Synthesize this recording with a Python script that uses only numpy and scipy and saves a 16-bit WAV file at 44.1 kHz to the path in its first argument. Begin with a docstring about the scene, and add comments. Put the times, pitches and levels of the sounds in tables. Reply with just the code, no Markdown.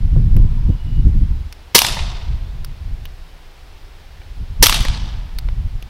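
"""Suppressed pistol on an outdoor range

Two small-calibre shots, close enough to overload the microphone: hammer tick, spit of gas, slap of the bolt.
Delayed noise bursts are the echoes of fence and trunks and the bullet's thud; a diffuse tail is the woods.
A strength curve and listed gusts, with quick random lumps, drive the wind's rumble and flutter, over steady
hiss and a far sough. Trigger and meter button are short clicks; a far bird whistles a slightly wavering sine."""
import sys
import numpy as np
from scipy import signal
from scipy.fft import rfft, irfft
from scipy.io import wavfile
from scipy.ndimage import uniform_filter1d

SR = 44100
rng = np.random.default_rng(int(sys.argv[2]) if len(sys.argv) > 2 else 0)


def wrap_up_sound(samples):
    """Save the sound to the file named by the first command line argument, as 16-bit audio."""
    columns = np.atleast_2d(samples).T
    # keep every value between -1 and 1, then stretch to whole-number steps
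    tamed = np.clip(columns, -1, 1)
    steps = np.round(tamed * 32767).astype(np.int16)
    wavfile.write(sys.argv[1], SR, steps)


N = 259749
TIME = np.arange(N) / SR
# Every *_COLOUR table is a relative noise spectrum: f/Hz, level per Hz/dB.


def amp(db):
    """Level: converts decibels to an amplitude ratio."""
    return 10 ** (np.asarray(db) / 20)


def evened(x):
    """Normalisation: scales a signal to rms 1."""
    return x / np.sqrt(np.mean(x ** 2) + 1e-20)


def read(points, hz):
    """Interpolation: reads a table linearly on a log-frequency axis."""
    f, value = np.transpose(points)
    return np.interp(np.log(hz + 1), np.log(f + 1), value)


def add(mix, s, sound):
    """Superposition: adds a sound to the mix at s seconds."""
    part = mix[round(s * SR):][:len(sound)]
    part += sound[:len(part)]


def smooth_noise(count, size):
    """Random modulation: white noise averaged twice over size steps, a smooth curve of rms 1."""
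    once = uniform_filter1d(rng.standard_normal(count), size)
    return evened(uniform_filter1d(once, size))


def swell(at, width):
    """Gaussian envelope: a bell of height 1 around a moment."""
    return np.exp(-((TIME - at) / width) ** 2)


def noise(colour, size, tilt_db=0):
    """Spectral shaping: white noise filtered to a colour, tilted by dB per kHz, at rms 1."""
    hz = np.fft.rfftfreq(size, 1 / SR)
    gain = amp(read(colour, hz) + tilt_db * hz / 1000)
    return evened(irfft(rfft(rng.standard_normal(size)) * gain, size))


def steadied(x, size):
    """Envelope flattening: divides noise by its running rms over size samples."""
    return x / np.sqrt(uniform_filter1d(x ** 2, size) + 1e-12)


def burst(colour, decay, tilt_db=0, hold=0, rise=0):
    """Transient: coloured noise rises, holds, then decays exponentially; rise is a share of the decay."""
    t = np.arange(SR // 4) / SR
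    onset = 1 - np.exp(-t / (0.00049 + rise * decay))
    fall = np.exp(-np.maximum(t - hold, 0) / decay)
    return steadied(noise(colour, size=len(t), tilt_db=tilt_db), size=200) * onset * fall


def snaps(rows, colour, hold, rise=0):
    """Superposition: plays a table of noise bursts that share one colour."""
    out = np.zeros(N)
    for s, db, tilt_db, decay in rows:
        add(out, s, amp(db) * burst(colour, decay, tilt_db, hold, rise))
    return out


def resonance(x, hz, width):
    """Resonance: a band-pass of the given width in Hz, with peak gain 1."""
    return signal.lfilter(*signal.iirpeak(hz, hz / width, SR), x)


# strength of the wind on the microphone: t/s, level/dB
WIND_STRENGTH = [(0.0, -16), (0.2, -7.5), (0.47, -8), (0.73, -15), (0.8, -24.5), (0.92, -9), (1.3, -11.5),
                 (1.58, -35.5), (1.84, -34), (1.92, -20.5), (2.4, -20.5), (3.0, -25.5), (3.45, -36.5),
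                 (4.15, -34), (4.9, -13), (5.34, -22.5), (5.66, -18), (5.89, -28)]
# gusts that stand out of it: t/s, swell/dB, half-width/s
GUSTS = [(0.057, 5, 0.02), (0.17, 5.3, 0.019), (0.36, 3.5, 0.05), (0.7, 10, 0.033), (1.07, 3.5, 0.021),
         (1.225, 4, 0.019), (2.31, 6.1, 0.033), (2.93, 6, 0.028), (4.39, 8.5, 0.032), (4.616, 15, 0.017),
         (4.8, 4.5, 0.02)]
# deep and higher band of the wind noise: f/Hz, level per Hz/dB
RUMBLE_COLOUR = [(10, -14.5), (22, 6), (36, 2), (55, -3), (80, -6), (110, -19), (150, -28), (300, -84.5)]
FLUTTER_COLOUR = [(50, -40), (95, 0), (125, 0), (170, -8.5), (240, -18), (350, -29), (550, -44.5),
                  (1000, -64), (3000, -76)]
RUMBLE_DB, FLUTTER_DB = -2.5, -9.5  # levels at wind strength 0 dB
FLUTTER_GROWTH = 1.357  # dB of flutter per dB of wind strength
WIND_CEILING = 0.9  # largest amplitude of rumble and flutter together


def wind(lumps_db=2.5, rumble_lumps_db=1.56, flutter_lumps_db=2.0):
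    """Turbulent pressure: eddies give a rumble and a flutter that grows faster with the wind; both saturate."""
    gusts_db = sum(db * swell(s, width) for s, db, width in GUSTS)
    strength_db = np.interp(TIME, *np.transpose(WIND_STRENGTH)) + gusts_db
    strength_db = strength_db + lumps_db * smooth_noise(N, size=1000)
    rumble_db = RUMBLE_DB + strength_db + rumble_lumps_db * smooth_noise(N, size=1800)
    flutter_lumps = np.tanh(smooth_noise(N, size=700))
    flutter_db = FLUTTER_DB + FLUTTER_GROWTH * strength_db + flutter_lumps_db * flutter_lumps
    rumble = amp(rumble_db) * steadied(noise(RUMBLE_COLOUR, size=N), size=5000)
    flutter = amp(flutter_db) * steadied(noise(FLUTTER_COLOUR, size=N), size=4000)
    push = WIND_CEILING * np.tanh((rumble + flutter) / WIND_CEILING)
    return push * signal.windows.tukey(N, 0.004)  # brief fade at both ends


# steady outdoor hiss: f/Hz, level per Hz/dB
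AIR_COLOUR = [(60, 3.5), (200, -4), (400, 0), (580, -3.5), (800, -1), (1200, -5.5), (2200, -6.5),
              (3450, -8), (5200, -12), (6600, -19.5), (9000, -22.5), (15500, -25)]
AIR_DB = -48


def open_air():
    """Stationary noise: the outdoor hiss keeps one spectrum and level."""
    return amp(AIR_DB) * noise(AIR_COLOUR, size=N)


# sharp buffets of wind: t/s, level/dB, treble tilt/(dB per kHz), decay/s
BUFFETS = [(.155, -12, -0.5, 0.025), (.368, -14.5, 1.5, 0.013), (0.444, -14.5, -22, 0.017),
           (0.686, -10.5, -16, 0.015), (1.215, -17, -10, 0.0052)]
# their spectrum: f/Hz, level per Hz/dB
BUFFET_COLOUR = [(40, -0.5), (90, 0), (170, -3), (260, -11.5), (380, -32.5), (520, -32), (800, -38.5),
                 (1300, -44), (3000, -70), (8000, -90)]


def buffets():
    """Pressure transients: sharp buffets of wind are low bursts with a softened onset."""
    return snaps(BUFFETS, BUFFET_COLOUR, hold=0.0058, rise=0.33)


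# the meter's reset button: t/s, level/dB, snap's treble tilt/(dB per kHz), knock's decay/s
BUTTON = [(.366, -25, 0.7, 0.00057), (3.0543, -28.5, 1, 0.0035), (5.8245, -31.5, 0.3, 0.0034)]
# its spectrum: f/Hz, level per Hz/dB
BUTTON_COLOUR = [(400, -8.5), (2200, -15), (2950, 3), (4100, -13.5), (6200, -13), (7800, -27), (10000, -16),
                 (13000, -14), (15000, -14), (16500, -22.5)]
BUTTON_SNAP_S, KNOCK_TILT_DB = 0.0013, -1.5  # snap's decay; knock's treble tilt per kHz


def button(snap_db=-1.0, knock_db=-2):
    """Impact: the button snaps over, and its plastic case knocks with its own decay."""
    out = np.zeros(N)
    for s, db, tilt_db, decay in BUTTON:
        snap = amp(snap_db) * burst(BUTTON_COLOUR, BUTTON_SNAP_S, tilt_db, hold=0.00066)
        knock = amp(knock_db) * burst(BUTTON_COLOUR, decay, KNOCK_TILT_DB, hold=0.0013)
        add(out, s, amp(db) * (snap + knock))
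    return out


# faint hollow sough in the distance: f/Hz, level per Hz/dB
SOUGH_COLOUR = [(500, -45), (740, -8), (830, -9), (970, 5), (1100, -6), (1350, -11), (1900, -45),
                (4000, -64)]
SOUGH_AT_S, SOUGH_WIDTH_S, SOUGH_DB = 0.58, 0.29, -54.5  # peak, time to fall 9 dB either side, level


def sough():
    """Band-limited noise: a narrow far-off band swells and fades."""
    return amp(SOUGH_DB) * swell(SOUGH_AT_S, SOUGH_WIDTH_S) * noise(SOUGH_COLOUR, size=N)


# the bird's notes, each swelling and fading: t/s, half-width/s, level/dB
WHISTLE = [(.727, 0.024, -55), (.808, .028, -55), (.887, 0.024, -52.5), (.975, 0.058, -52.5)]


def bird(hz=2915, waver_hz=9):
    """Frequency modulation: three short notes and a longer one on one slightly wavering pitch."""
    level = sum(amp(db) * swell(s, width) for s, width, db in WHISTLE)
    waver = evened(uniform_filter1d(rng.standard_normal(N), size=800))
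    phase = 2 * np.pi * np.cumsum(hz + waver_hz * waver) / SR
    return level * np.sqrt(2) * np.sin(phase)


# trigger taken up and let out: t/s, level/dB, treble tilt/(dB per kHz), decay/s, ring f/Hz
TRIGGER = [(1.5253, -30, 0.3, 0.0027, 5430), (2.6462, -26, 0.98, 0.0024, 5230),
           (4.2165, -41, -3, 0.0032, 2870), (5.386, -22.5, 0.95, 0.0026, 4700),
           (5.4868, -30, -2, 0.0016, 795)]
# its spectrum: f/Hz, level per Hz/dB
TRIGGER_COLOUR = [(300, 2.5), (1000, 2.5), (2200, 4.5), (3600, 3.5), (4900, 1.5), (6200, -6), (7800, -11),
                  (9200, -5.5), (12000, -8.5), (14200, -10), (16000, -13)]


def trigger():
    """Excited resonance: each small click leaves a short ring in the part that moved."""
    out = np.zeros(N)
    for s, db, tilt_db, decay, ring_hz in TRIGGER:
        click = burst(TRIGGER_COLOUR, decay, tilt_db, hold=0.00076)
        add(out, s, amp(db) * (click + 2.8 * resonance(click, ring_hz, width=500)))
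    return out


# modes of the pistol's steel parts: f/Hz, relative level/dB, t60/s
STEEL_MODES = [(3300, -0.5, 0.11), (3030, -3.5, 0.16), (4530, -1, 0.055), (5235, -4.5, .1),
               (5380, -1.5, 0.1), (6700, -4, .1), (8850, -2, 0.19), (12000, -3, .14)]


def steel():
    """Modal ringing: the struck barrel, tube and bolt sound as decaying sines."""
    t = np.arange(SR // 4) / SR
    ring = np.zeros(len(t))
    for hz, db, t60 in STEEL_MODES:
        ring += amp(db - 60 * t / t60) * np.sin(2 * np.pi * (hz * t + rng.random()))
    return ring


def tube(hz=940, decay=0.01, low_hz=280, low_decay=0.0097, low_db=-4):
    """Air-column resonance: the suppressor tube rings briefly on a high note and a low one."""
    t = np.arange(SR // 4) / SR
    high = np.exp(-t / decay) * np.sin(2 * np.pi * hz * t)
    low = np.exp(-t / low_decay) * np.sin(2 * np.pi * low_hz * t)
    return high + amp(low_db) * low


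def gas_push(hz, width):
    """Wave packet: the slug of gas leaving the tube is a hollow pop of a few cycles that peaks after 8 ms."""
    t = np.arange(SR // 30) / SR - 0.0084
    return -np.exp(-(t / width) ** 2) * np.cos(2 * np.pi * hz * t)


# answer of the woods: f/Hz, level per Hz/dB
WOODS_COLOUR = [(120, -6), (400, -14.5), (900, -5.5), (1450, -9.5), (2200, -6.5), (3400, -1), (5600, -2.5),
                (6600, -9), (9000, -7.5), (12500, -3.5), (16000, -17)]
# its reverberation time: f/Hz, t60/s
WOODS_T60 = [(200, 2.3), (1000, 1.51), (3300, 1.12), (5000, 0.97), (7000, 0.8), (10000, 0.53),
             (15000, 0.23)]


def woods(ring_hz, rise=0.012, lumpy_db=1.5, patchy_db=0.9):
    """Diffuse scattering: echoes of trunks and twigs in clumps of uneven colour; the treble dies first."""
    t = np.arange(3 * SR // 2) / SR
    spectrum = rfft(noise(WOODS_COLOUR, size=len(t)))
    ripple = amp(1.5 * smooth_noise(len(spectrum), size=150))
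    lumps = amp(lumpy_db * smooth_noise(len(t), size=120))
    scatter = evened(irfft(spectrum * ripple, len(t)) * lumps)
    scatter = scatter + 0.45 * resonance(scatter, ring_hz, width=300)
    hz, age, z = signal.stft(scatter, SR, nperseg=256)
    clumps = uniform_filter1d(rng.standard_normal(z.shape), size=6, axis=0)  # across frequency
    clumps = evened(uniform_filter1d(clumps, size=4, axis=1))  # across time
    decay_db = -60 * age / read(WOODS_T60, hz)[:, None]
    tail = signal.istft(z * amp(patchy_db * clumps + decay_db), SR, nperseg=256)[1][:len(t)]
    # the edge of the wood answers all at once
    treeline = 1 + 0.43 * np.exp(-np.abs(t - 0.13) / 0.0162)
    return tail * treeline * (1 - np.exp(-t / rise))


# one row a shot: t/s, blast level/dB, gas pop f/Hz, gas pop level/dB, bolt delay/s, bolt level/dB,
# woods level/dB, strongest ring of the woods f/Hz, delay of the bullet's thud/s, thud level/dB
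SHOTS = [(1.7488, 6, 386.7, 0, .0398, 0.5, -14.5, 3634, .2194, -15),
         (4.6261, 4, 417, -4.5, .0403, 0, -14.5, 3300, .2241, -14.5)]
# muzzle blast, and hammer or bolt: f/Hz, level per Hz/dB
BLAST_COLOUR = [(100, -17.5), (195, -17.5), (275, 2.5), (360, -12.5), (480, 0.5), (640, -20.5), (850, -1.5),
                (1400, -9), (1750, 0), (2300, -2.5), (3800, 0), (5800, 6), (6600, -6), (9500, -5),
                (12500, -1), (16000, -20)]
BOLT_COLOUR = [(150, -16), (600, -16), (950, 4.5), (1900, -7), (3100, 6.5), (4400, -1.5), (6000, 3.5),
               (6700, -16), (10000, -7.5), (12300, 0.5), (16000, -14)]


def pistol():
    """Source superposition: hammer, muzzle blast, gas pop and closing bolt, with the woods' answer."""
    out = np.zeros(N)
    for s, blast_db, pop_hz, pop_db, bolt_delay, bolt_db, woods_db, ring_hz, _, _ in SHOTS:
        hammer = amp(-17.0) * burst(BOLT_COLOUR, decay=0.0036)
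        add(out, s - 0.0028, hammer)
        blast = burst(BLAST_COLOUR, decay=0.01, hold=0.0022)
        blast = blast + amp(-23.0) * steel() + amp(-11.0) * tube()
        add(out, s, amp(blast_db) * blast)
        add(out, s, amp(pop_db) * gas_push(hz=pop_hz, width=0.0021))
        bolt = burst(BOLT_COLOUR, decay=0.0017, hold=0.0023) + amp(-24) * steel()
        add(out, s + bolt_delay, amp(bolt_db) * bolt)
        add(out, s, amp(woods_db) * woods(ring_hz))
    return out


# fence, posts and trunks, alike for every shot: delay/s, level/dB, treble tilt/(dB per kHz), decay/s
REFLECTORS = [(0.0123, -3, 0, .0028), (0.0331, -0.5, 0.6, .0016), (0.0689, -1, -0.85, 0.0014),
              (0.071, -5.5, 2, 0.0015), (.0987, -5, -1.5, 0.002), (.1165, -9.5, 0.2, .0035),
              (.2, -16, 4, 0.0014)]
# ticks after the shots, and the bright crack of the second thud:
# t/s, level/dB, treble tilt/(dB per kHz), decay/s
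TICKS_AND_CRACK = [(1.9888, -19, -2.5, 0.0079), (4.8067, -15.5, .8, 0.00056), (4.8502, -21, 0.5, 0.0022),
                   (4.8835, -17.5, -0.1, 0.0015)]
# echoes, ticks and crack, and the bullet in the backstop: f/Hz, level per Hz/dB
ECHO_COLOUR = [(150, -9), (550, -20), (880, 2), (1400, -6), (2100, -3.5), (2900, 3.5), (4500, 0.5),
               (6000, -6.5), (6800, -6), (12500, -14.5), (16000, -25.5)]
THUD_COLOUR = [(150, 2), (500, -5), (950, 2), (1400, -6.5), (2050, 4), (2600, -15), (4500, -17),
               (16000, -38)]
THUD_TILT_DB, THUD_DECAY_S = -1, 0.0037  # treble tilt per kHz; decay


def downrange():
    """Discrete reflection and impact: each shot has the same echo delays, and its bullet thuds home."""
    echoes = [(s + delay, db, tilt_db, decay)
              for s, *_ in SHOTS for delay, db, tilt_db, decay in REFLECTORS]
    thuds = [(s + delay, db, THUD_TILT_DB, THUD_DECAY_S) for s, *_, delay, db in SHOTS]
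    returns = snaps(echoes + TICKS_AND_CRACK, ECHO_COLOUR, hold=0.001, rise=0.14)
    return returns + snaps(thuds, THUD_COLOUR, hold=0.0014, rise=0.34)


def scene():
    """Superposition: shots and echoes over small clicks, wind and open air."""
    shots = pistol() + downrange()
    clicks = trigger() + button()
    gusts = wind() + buffets()
    distance = bird() + sough() + open_air()
    return (shots + clicks + gusts + distance)[None]


def record(dry):
    """Overload and band-limiting: the input clips at full scale, then a low-pass removes the top."""
    clipped = np.clip(dry, -1, 1)
    lowpass = signal.firwin(255, 15900, window=("kaiser", 8), fs=SR)  # cutoff in Hz
    return signal.oaconvolve(clipped, lowpass[None], "same")


dry = scene()
out = record(dry)
wrap_up_sound(out)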